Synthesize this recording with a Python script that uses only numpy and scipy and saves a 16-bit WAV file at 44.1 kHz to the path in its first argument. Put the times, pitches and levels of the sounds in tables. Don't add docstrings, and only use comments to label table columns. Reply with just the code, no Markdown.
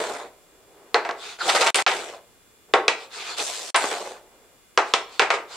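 import sys
import numpy as np
from scipy import signal
from scipy.fft import rfft, irfft
from scipy.io import wavfile
from scipy.ndimage import uniform_filter1d, minimum_filter1d

SR = 44100
rng = np.random.default_rng(int(sys.argv[2]) if len(sys.argv) > 2 else 0)


def generate_wav(signal):
    frames = np.transpose(np.atleast_2d(signal))
    scaled = np.clip(frames, -1, 1) * 32767
    pcm = np.round(scaled).astype(np.int16)
    wavfile.write(sys.argv[1], SR, pcm)


N = 245195
TIME = np.arange(N) / SR


def amp(db):
    return 10 ** (np.asarray(db) / 20)


def evened(x):
    return x / np.sqrt(np.mean(x ** 2) + 1e-20)


def read(points, hz):
    f, value = np.transpose(points)
    return np.interp(np.log(hz + 1), np.log(f + 1), value)


def bins(x):
    return np.fft.rfftfreq(x.shape[-1], 1 / SR)


def coloured(x, db):
    return irfft(rfft(x) * amp(db), x.shape[-1])


def causal(x, db):
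    log_gain = np.log(amp(np.r_[db, db[-2:0:-1]]))
    response = np.exp(signal.hilbert(log_gain).conj())[:len(db)]
    return irfft(rfft(x) * response)


def add(mix, s, sound):
    part = mix[:, max(round(s * SR), 0):][:, :sound.shape[1]]
    part += sound[:, :part.shape[1]]


def spread(pair, width):
    mid = pair[0]
    side = coloured(pair[1], read(width, bins(pair)))
    return np.array([mid + side, mid - side])


def stroke(start, length, db, power):
    along = np.clip((TIME - start) / length, 0, 1)
    return amp(db) * (4 * along * (1 - along)) ** power


# (f/Hz, side against mid level/dB)
SOUND_WIDTH = [(60, -37.5), (200, -12), (380, -29.5), (700, -17), (1300, -6.5), (2400, -4), (4400, -5.5),
               (8100, 1.5), (15000, -4)]


def tail(t60, size):
    noise = spread(rng.standard_normal((2, size)), SOUND_WIDTH)
    hz, t, z = signal.stft(noise, SR, nperseg=256)
    decay_db = -60 * t / np.maximum(read(t60, hz), .02)[:, None]
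    return signal.istft(z * amp(decay_db), SR, nperseg=256)[1][:, :size]


# (f/Hz, relative level/dB per Hz)
FLOOR_COLOUR = [(15, -36.5), (25, -3), (141, -7), (175, -8), (451, -3), (887, -12), (1160, -9.5),
                (2280, -15), (3340, -16.5), (6050, -19), (7310, -15.5), (8590, -18), (16000, -22.5)]
# (f/Hz, side against mid level/dB)
FLOOR_SIDE = [(60, 0), (400, -9), (1500, -1.5), (8000, 1.5)]
# (f/Hz, rms level/dB)
CAMERA_TONES = [(2099, -77.5), (2401, -76), (2848, -78), (3451, -74), (7499, -75), (10799, -76.5),
                (15622, -91)]
FLOOR_DB = -57


def background():
    noise = spread(rng.standard_normal((2, N)), FLOOR_SIDE)
    floor = evened(coloured(noise, read(FLOOR_COLOUR, bins(noise))))
    whine = sum(amp(db) * np.sqrt(2) * np.sin(2 * np.pi * (hz * TIME + rng.random()))
                for hz, db in CAMERA_TONES)
    return amp(FLOOR_DB) * floor + whine


# (f/Hz, t60/s)
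ROOM_DECAY = [(100, 0.27), (500, 0.65), (1500, 0.43), (4000, 0.39), (12000, 0.25)]


def room(x):
    response = tail(ROOM_DECAY, size=2 ** 15)
    response = response * (1 - np.exp(-(TIME[:response.shape[1]] / 0.009) ** 2))
    response = response / np.linalg.norm(response[0])
    return signal.fftconvolve(x.mean(0)[None], response, axes=1)[:, :N]


# (f/Hz, relative level/dB per Hz)
CLOTH_COLOUR = [(100, -23), (400, 12), (900, 3.5), (2500, -12), (8000, -27.5), (16000, -31.5)]
# (start t/s, length t/s, level/dB)
SLEEVE_BRUSHES = [(0.364, 0.58, -60), (0.674, 0.52, -55.5), (2.68, 0.045, -54.5), (4.101, 0.51, -57.5)]


def sleeves():
    noise = spread(rng.standard_normal((2, N)), SOUND_WIDTH)
    cloth = evened(coloured(noise, read(CLOTH_COLOUR, bins(noise))))
    return sum(stroke(*row, power=1) for row in SLEEVE_BRUSHES) * cloth


SQUEAK_S, SQUEAK_LENGTH_S, SQUEAK_DB = 1.402, 0.027, -21.5
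SQUEAK_FROM_HZ, SQUEAK_TO_HZ = 1600, 1107


def squeak():
    hz = np.interp(TIME, [SQUEAK_S, SQUEAK_S + SQUEAK_LENGTH_S], [SQUEAK_FROM_HZ, SQUEAK_TO_HZ])
    jitter = .14 * evened(uniform_filter1d(rng.standard_normal(N), size=30))
    turns = np.cumsum(hz * (1 + jitter)) / SR
    tone = np.sin(2 * np.pi * turns) + amp(-9) * np.sin(2 * np.pi * 3 * turns)
    return stroke(SQUEAK_S, SQUEAK_LENGTH_S, SQUEAK_DB, power=1.1) * tone


# (f/Hz, width f/Hz, peak level/dB)
RUB_RESONANCES = [(705, 35, 7.5), (1340, 30, 6), (2040, 86, 2), (2516, 140, 4), (3520, 24, 10.5),
                  (4130, 91, 1), (4320, 26, 2)]


def rubbing(colour, per_s, grain_db, smooth):
    size = amp(grain_db * np.minimum(rng.exponential(1, N), 5))
    collisions = evened(size * (rng.random(N) < per_s / SR))
    grains = collisions * rng.choice([-1, 1], (2, N))
    hiss = smooth * rng.standard_normal((2, N))
    hz, t, z = signal.stft(spread(grains + hiss, SOUND_WIDTH), SR, nperseg=512)
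    peaks_db = sum(db / (1 + (2 * (hz - f) / width) ** 2) for f, width, db in RUB_RESONANCES)
    patches = uniform_filter1d(rng.standard_normal(z.shape[1:]), size=7, axis=0)
    patches_db = 2.2 * evened(uniform_filter1d(patches, size=7, axis=1))
    z = z * amp((read(colour, hz) + peaks_db)[:, None] + patches_db)
    return evened(signal.istft(z, SR, nperseg=512)[1][:, :N])


# (f/Hz, relative level/dB per Hz)
DRAG_TIMBRE = [(120, -48), (200, -24), (282, -17.5), (383, 0), (476, 4.5), (602, -21), (659, -2.5),
               (849, 1), (1040, 0), (1380, 2.5), (1850, -5), (4390, 1), (5550, -9), (7550, -8),
               (15000, -38)]
# (start t/s, length t/s, relative level/dB)
DRAG_MOVES = [(1.15, .245, -34), (1.379, 0.12, -27.5), (2.95, .14, -40.5), (3.091, .2, -31),
              (3.227, 0.16, -30), (3.362, 0.079, -24), (4.823, 0.14, -39.5), (5.07, .16, -42.5),
              (5.465, 0.25, -33.5)]
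DRAG_POWER = 1.63


def drags():
    rasp = rubbing(DRAG_TIMBRE, per_s=6400, grain_db=-1.5, smooth=0.57)
    return amp(-3.0) * rasp * sum(stroke(*row, DRAG_POWER) for row in DRAG_MOVES)


WOBBLE_START_S, WOBBLE_PERIOD_S, WOBBLE_SHRINK = 1.494, .063, .935


def wobbles(count):
    intervals = WOBBLE_PERIOD_S * WOBBLE_SHRINK ** np.arange(count - 1)
    return WOBBLE_START_S + np.r_[0, np.cumsum(intervals)]


BASS_POWER, TREBLE_POWER = 0.73, 1.37
ROCK_S, ROCK_DB = .05, 3


def slide(t, treble_share, start, push, end, left, db, bright_db):
    slowed = np.clip(1 - left, 0, 1) * np.clip((t - start) / (end - start), 0, 1)
    speed = np.clip((t - start) / push, 0, 1) ** 2 * (1 - slowed) * (t < end)
    rock_db = ROCK_DB * np.sqrt(slowed) * np.cos(2 * np.pi * (end - t) / ROCK_S)
    power = BASS_POWER + (TREBLE_POWER - BASS_POWER) * treble_share
    level_db = db + treble_share * bright_db + (1 - treble_share) * rock_db
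    return amp(level_db) * speed ** power


# (f/Hz, relative level/dB per Hz)
GLIDE_TIMBRE = [(40, -40.5), (150, -62), (260, -16), (420, 4), (750, 1), (1300, -2), (2500, -3.5),
                (4000, -1), (6200, -3.5), (7900, -1.5), (9800, -11), (11400, -21.5), (12900, -16.5),
                (15500, -56)]
# (start t/s, time to full speed t/s, end t/s, share of speed left at the end 0-1,
# relative level/dB, brightness level/dB)
FREE_SLIDES = [(0, 0.002, 0.31, 0.01, -25, -17), (1.39, .085, 1.86, 1, -28, -9),
               (1.864, 0.0085, 2.192, 0.07, -29, -11.5), (3.35, 0.034, 3.745, 0.47, -42.5, 6.5),
               (3.745, 0.065, 4.22, 0, -28.5, -7.5)]
WOBBLE_SWELL_DB = 7


def glides(slaps):
    rub = rubbing(GLIDE_TIMBRE, per_s=3000, grain_db=3, smooth=.55)
    hz, t, z = signal.stft(rub, SR, nperseg=256)
    treble_share = read([(800, 0.22), (2200, 0.63), (5500, 1)], hz)[:, None]
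    gain = sum(slide(t, treble_share, *row) for row in FREE_SLIDES)
    sound = signal.istft(z * gain, SR, nperseg=256)[1][:, :N]
    wobble_db = WOBBLE_SWELL_DB * sum(np.exp(-((TIME - at) / .011) ** 2) for at in slaps)
    return sound * amp(8.0 + wobble_db)


WOBBLE_CHATTER_DB = -25.5


def chatter(slaps, count):
    taps = np.zeros((2, N))
    for s in slaps:
        for delay in .006 * (np.arange(count) - rng.random(count) - .7):
            ping_hz = rng.uniform(1500, 5000)
            blow = knock(WOBBLE_CHATTER_DB, thump_db=-12.5, crack_db=2, tick_db=-4, ring_db=3.0, clack_hz=ping_hz)
            add(taps, s + delay, blow)
    return taps


# (f/Hz, relative level/dB, t60/s)
HOLLOW_MODES = [(460.3, -4, 0.14), (800, -3, 0.079), (1075, -5.5, 0.022), (1368, 3.5, 0.057)]


def hollow(t):
    hz, db, t60 = np.transpose(HOLLOW_MODES)[:, :, None]
    since = np.maximum(t - .045 / np.sqrt(hz), 0)
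    level = amp(db - 60 * since / t60) * (1 - np.exp(-since * hz))
    return (level * np.sin(2 * np.pi * hz * since)).sum(0)


# (f/Hz, t60/s)
BOARD_DECAY = [(100, 0.6), (500, 0.21), (1800, 0.22), (4500, 0.15), (12000, 0.22)]


def ring(modes, t, scatter_db):
    hz, db = np.transpose(modes)[:, :, None]
    share, load = rng.standard_normal((2, len(hz), 1))
    hz = hz * (1 + .008 * load)
    level = amp(db + scatter_db * share - 60 * t / read(BOARD_DECAY, hz))
    return (level * np.sin(2 * np.pi * hz * t)).sum(0)


# (f/Hz, relative level/dB per Hz)
CRACK_COLOUR = [(30, -46), (150, -25.5), (280, -7), (460, 3.5), (640, -2.5), (1200, -2), (1900, -3.5),
                (3000, -2.5), (4300, -4), (5800, -9.5), (8200, -25.5), (10500, -34), (13000, -52.5),
                (16000, -58)]
# (f/Hz, relative level/dB)
BOARD_MODES = [(422, -6), (475, -11.5), (560, -23), (680, -1), (780, -0.5), (852, -3.5), (935, -1.5),
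               (1110, -2.5), (1251, -1), (1372, -2.5), (1535, -3.5), (1648, -6.5), (1985, -1.5),
               (2231, -10), (2635, -11.5), (2890, -14), (3480, -11), (3990, -12)]
# (f/Hz, relative level/dB per Hz)
CLATTER_COLOUR = [(30, -35.5), (130, -32.5), (250, -17), (400, 5), (800, 4.5), (1400, -1.5), (2200, 0),
                  (3500, -6), (5500, -11.5), (8200, -20.5), (10500, -45), (13000, -58.5), (16000, -64.5)]


def knock(strength_db, thump_db, crack_db, tick_db, ring_db, clack_hz):
    t = np.arange(2 ** 14) / SR
    hz = bins(t)
    impact = (t == 0) + amp(-20) * rng.standard_normal(len(t)) * np.exp(-t / .003)
    bent = irfft(rfft(impact) * np.exp(-2j * np.pi * 0.1193 * np.sqrt(hz)))
    clack_db = 8 / (1 + (np.log2((hz + 1) / clack_hz) / .17) ** 2)
    contact = amp(31.0) * causal(bent, read(CRACK_COLOUR, hz) + clack_db)
    modes = ring(BOARD_MODES, t, scatter_db=2.5)
    board = amp(-10.0) * modes * (1 - np.exp(-t / 0.0014)) + amp(-7.5) * hollow(t)
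    crowd = tail(BOARD_DECAY, size=len(t)) * (1 - np.exp(-t / 0.00035))
    clatter = amp(6.5) * causal(crowd, read(CLATTER_COLOUR, hz) + .5 * clack_db)
    hardness_db = read([(450, thump_db), (900, 0), (1700, 0.0013),
                        (3200, crack_db), (6000, crack_db), (9000, tick_db)], hz)
    sound = causal(contact + amp(ring_db) * (board + clatter), strength_db + hardness_db)
    return sound * np.minimum((t[-1] - t) / .05, 1)


# (t/s, strength level/dB, thump near 400 Hz level/dB,
# hardness level/dB, after-ring level/dB, pitch of the clack f/Hz)
HAND_CLACKS = [(0.9435, -11.5, -1.5, -7.5, -1.5, 4130), (1.0496, -27.5, -2.5, -9, 3, 800),
               (1.09, -22, 0, -10.5, -2.5, 764), (1.11, -32, 0, -2.5, -7, 1210),
               (1.387, -39.5, -8, -12.5, -0.5, 1500), (2.737, -11, 0, -9.5, 1, 3570),
               (2.8803, -15, -2, 3.5, -3, 2570), (4.775, -8.5, -4.5, -5.5, -3.5, 1220),
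               (4.937, -15, -1, 4.5, -3.5, 1300), (5.1945, -11, -5.5, -2, -2, 2340),
               (5.219, -22.5, 0, -3, 4, 2260), (5.3031, -19, -7.5, -3, 4, 2250),
               (5.338, -32.5, 2, -0.5, 10, 910)]
# (t/s, strength level/dB, hardness level/dB, pitch of the clack f/Hz)
RAIL_STRIKES = [(1.7451, -26, 5, 2910), (1.7844, -25.5, 4, 800), (1.8637, -18.5, -1.5, 2400),
                (1.8769, -26, 3, 3100), (1.915, -28.5, -0.5, 3300), (3.745, -18.5, -2.5, 990),
                (3.7532, -24.5, -0.5, 2750)]
STRIKE_THUMP_DB, STRIKE_TICK_DB, STRIKE_RING_DB = -9.5, -5.5, 4
# (t/s, strength level/dB)
RIM_CLICKS = [(1.7447, -30), (1.757, -23.5), (1.7706, -35), (3.760, -24.5), (3.7638, -33)]
# (t/s, strength level/dB)
FACE_BUMPS = [(.003, -31), (.038, -32.5), (2.136, -46.5), (3.8395, -20.5), (3.9129, -24)]


def blows():
    out = np.zeros((2, N))
    for s, db, thump_db, hard_db, ring_db, hz in HAND_CLACKS:
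        add(out, s, knock(db, thump_db, hard_db, hard_db + 3.5, ring_db, hz))
    for s, db, hard_db, hz in RAIL_STRIKES:
        add(out, s, knock(db, STRIKE_THUMP_DB, hard_db, hard_db + STRIKE_TICK_DB, STRIKE_RING_DB, hz))
    for s, db in RIM_CLICKS:
        add(out, s, knock(db, thump_db=-2, crack_db=5.0, tick_db=24, ring_db=-0.5, clack_hz=9070))
    for s, db in FACE_BUMPS:
        add(out, s, knock(db, thump_db=0.5, crack_db=-6, tick_db=7, ring_db=-3.5, clack_hz=650))
    return out


def scene():
    slaps = wobbles(count=4)
    wood = glides(slaps) + chatter(slaps, count=3) + drags() + squeak() + blows()
    return wood + amp(-13.0) * room(wood) + sleeves() + background()


# (from t/s, to t/s)
CUT_OUTS = [(1.7048, 1.7443), (1.8248, 1.8641), (3.7052, 3.7442)]
EDGE_HZ = 15850


def record(dry):
    allowed = np.minimum(1, .88 / (abs(dry).max(0) + 1e-9))
    gain = uniform_filter1d(minimum_filter1d(allowed, size=45), size=45)
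    for start, end in CUT_OUTS:
        inside = (TIME >= start) & (TIME < end)
        gain[inside] = amp(-20.5 - 1030 * (TIME[inside] - start))
    low_pass = signal.firwin(511, EDGE_HZ, window=("kaiser", 9), fs=SR)
    return signal.oaconvolve(dry * gain, low_pass[None], "same")


dry = scene()
out = record(dry)
generate_wav(out)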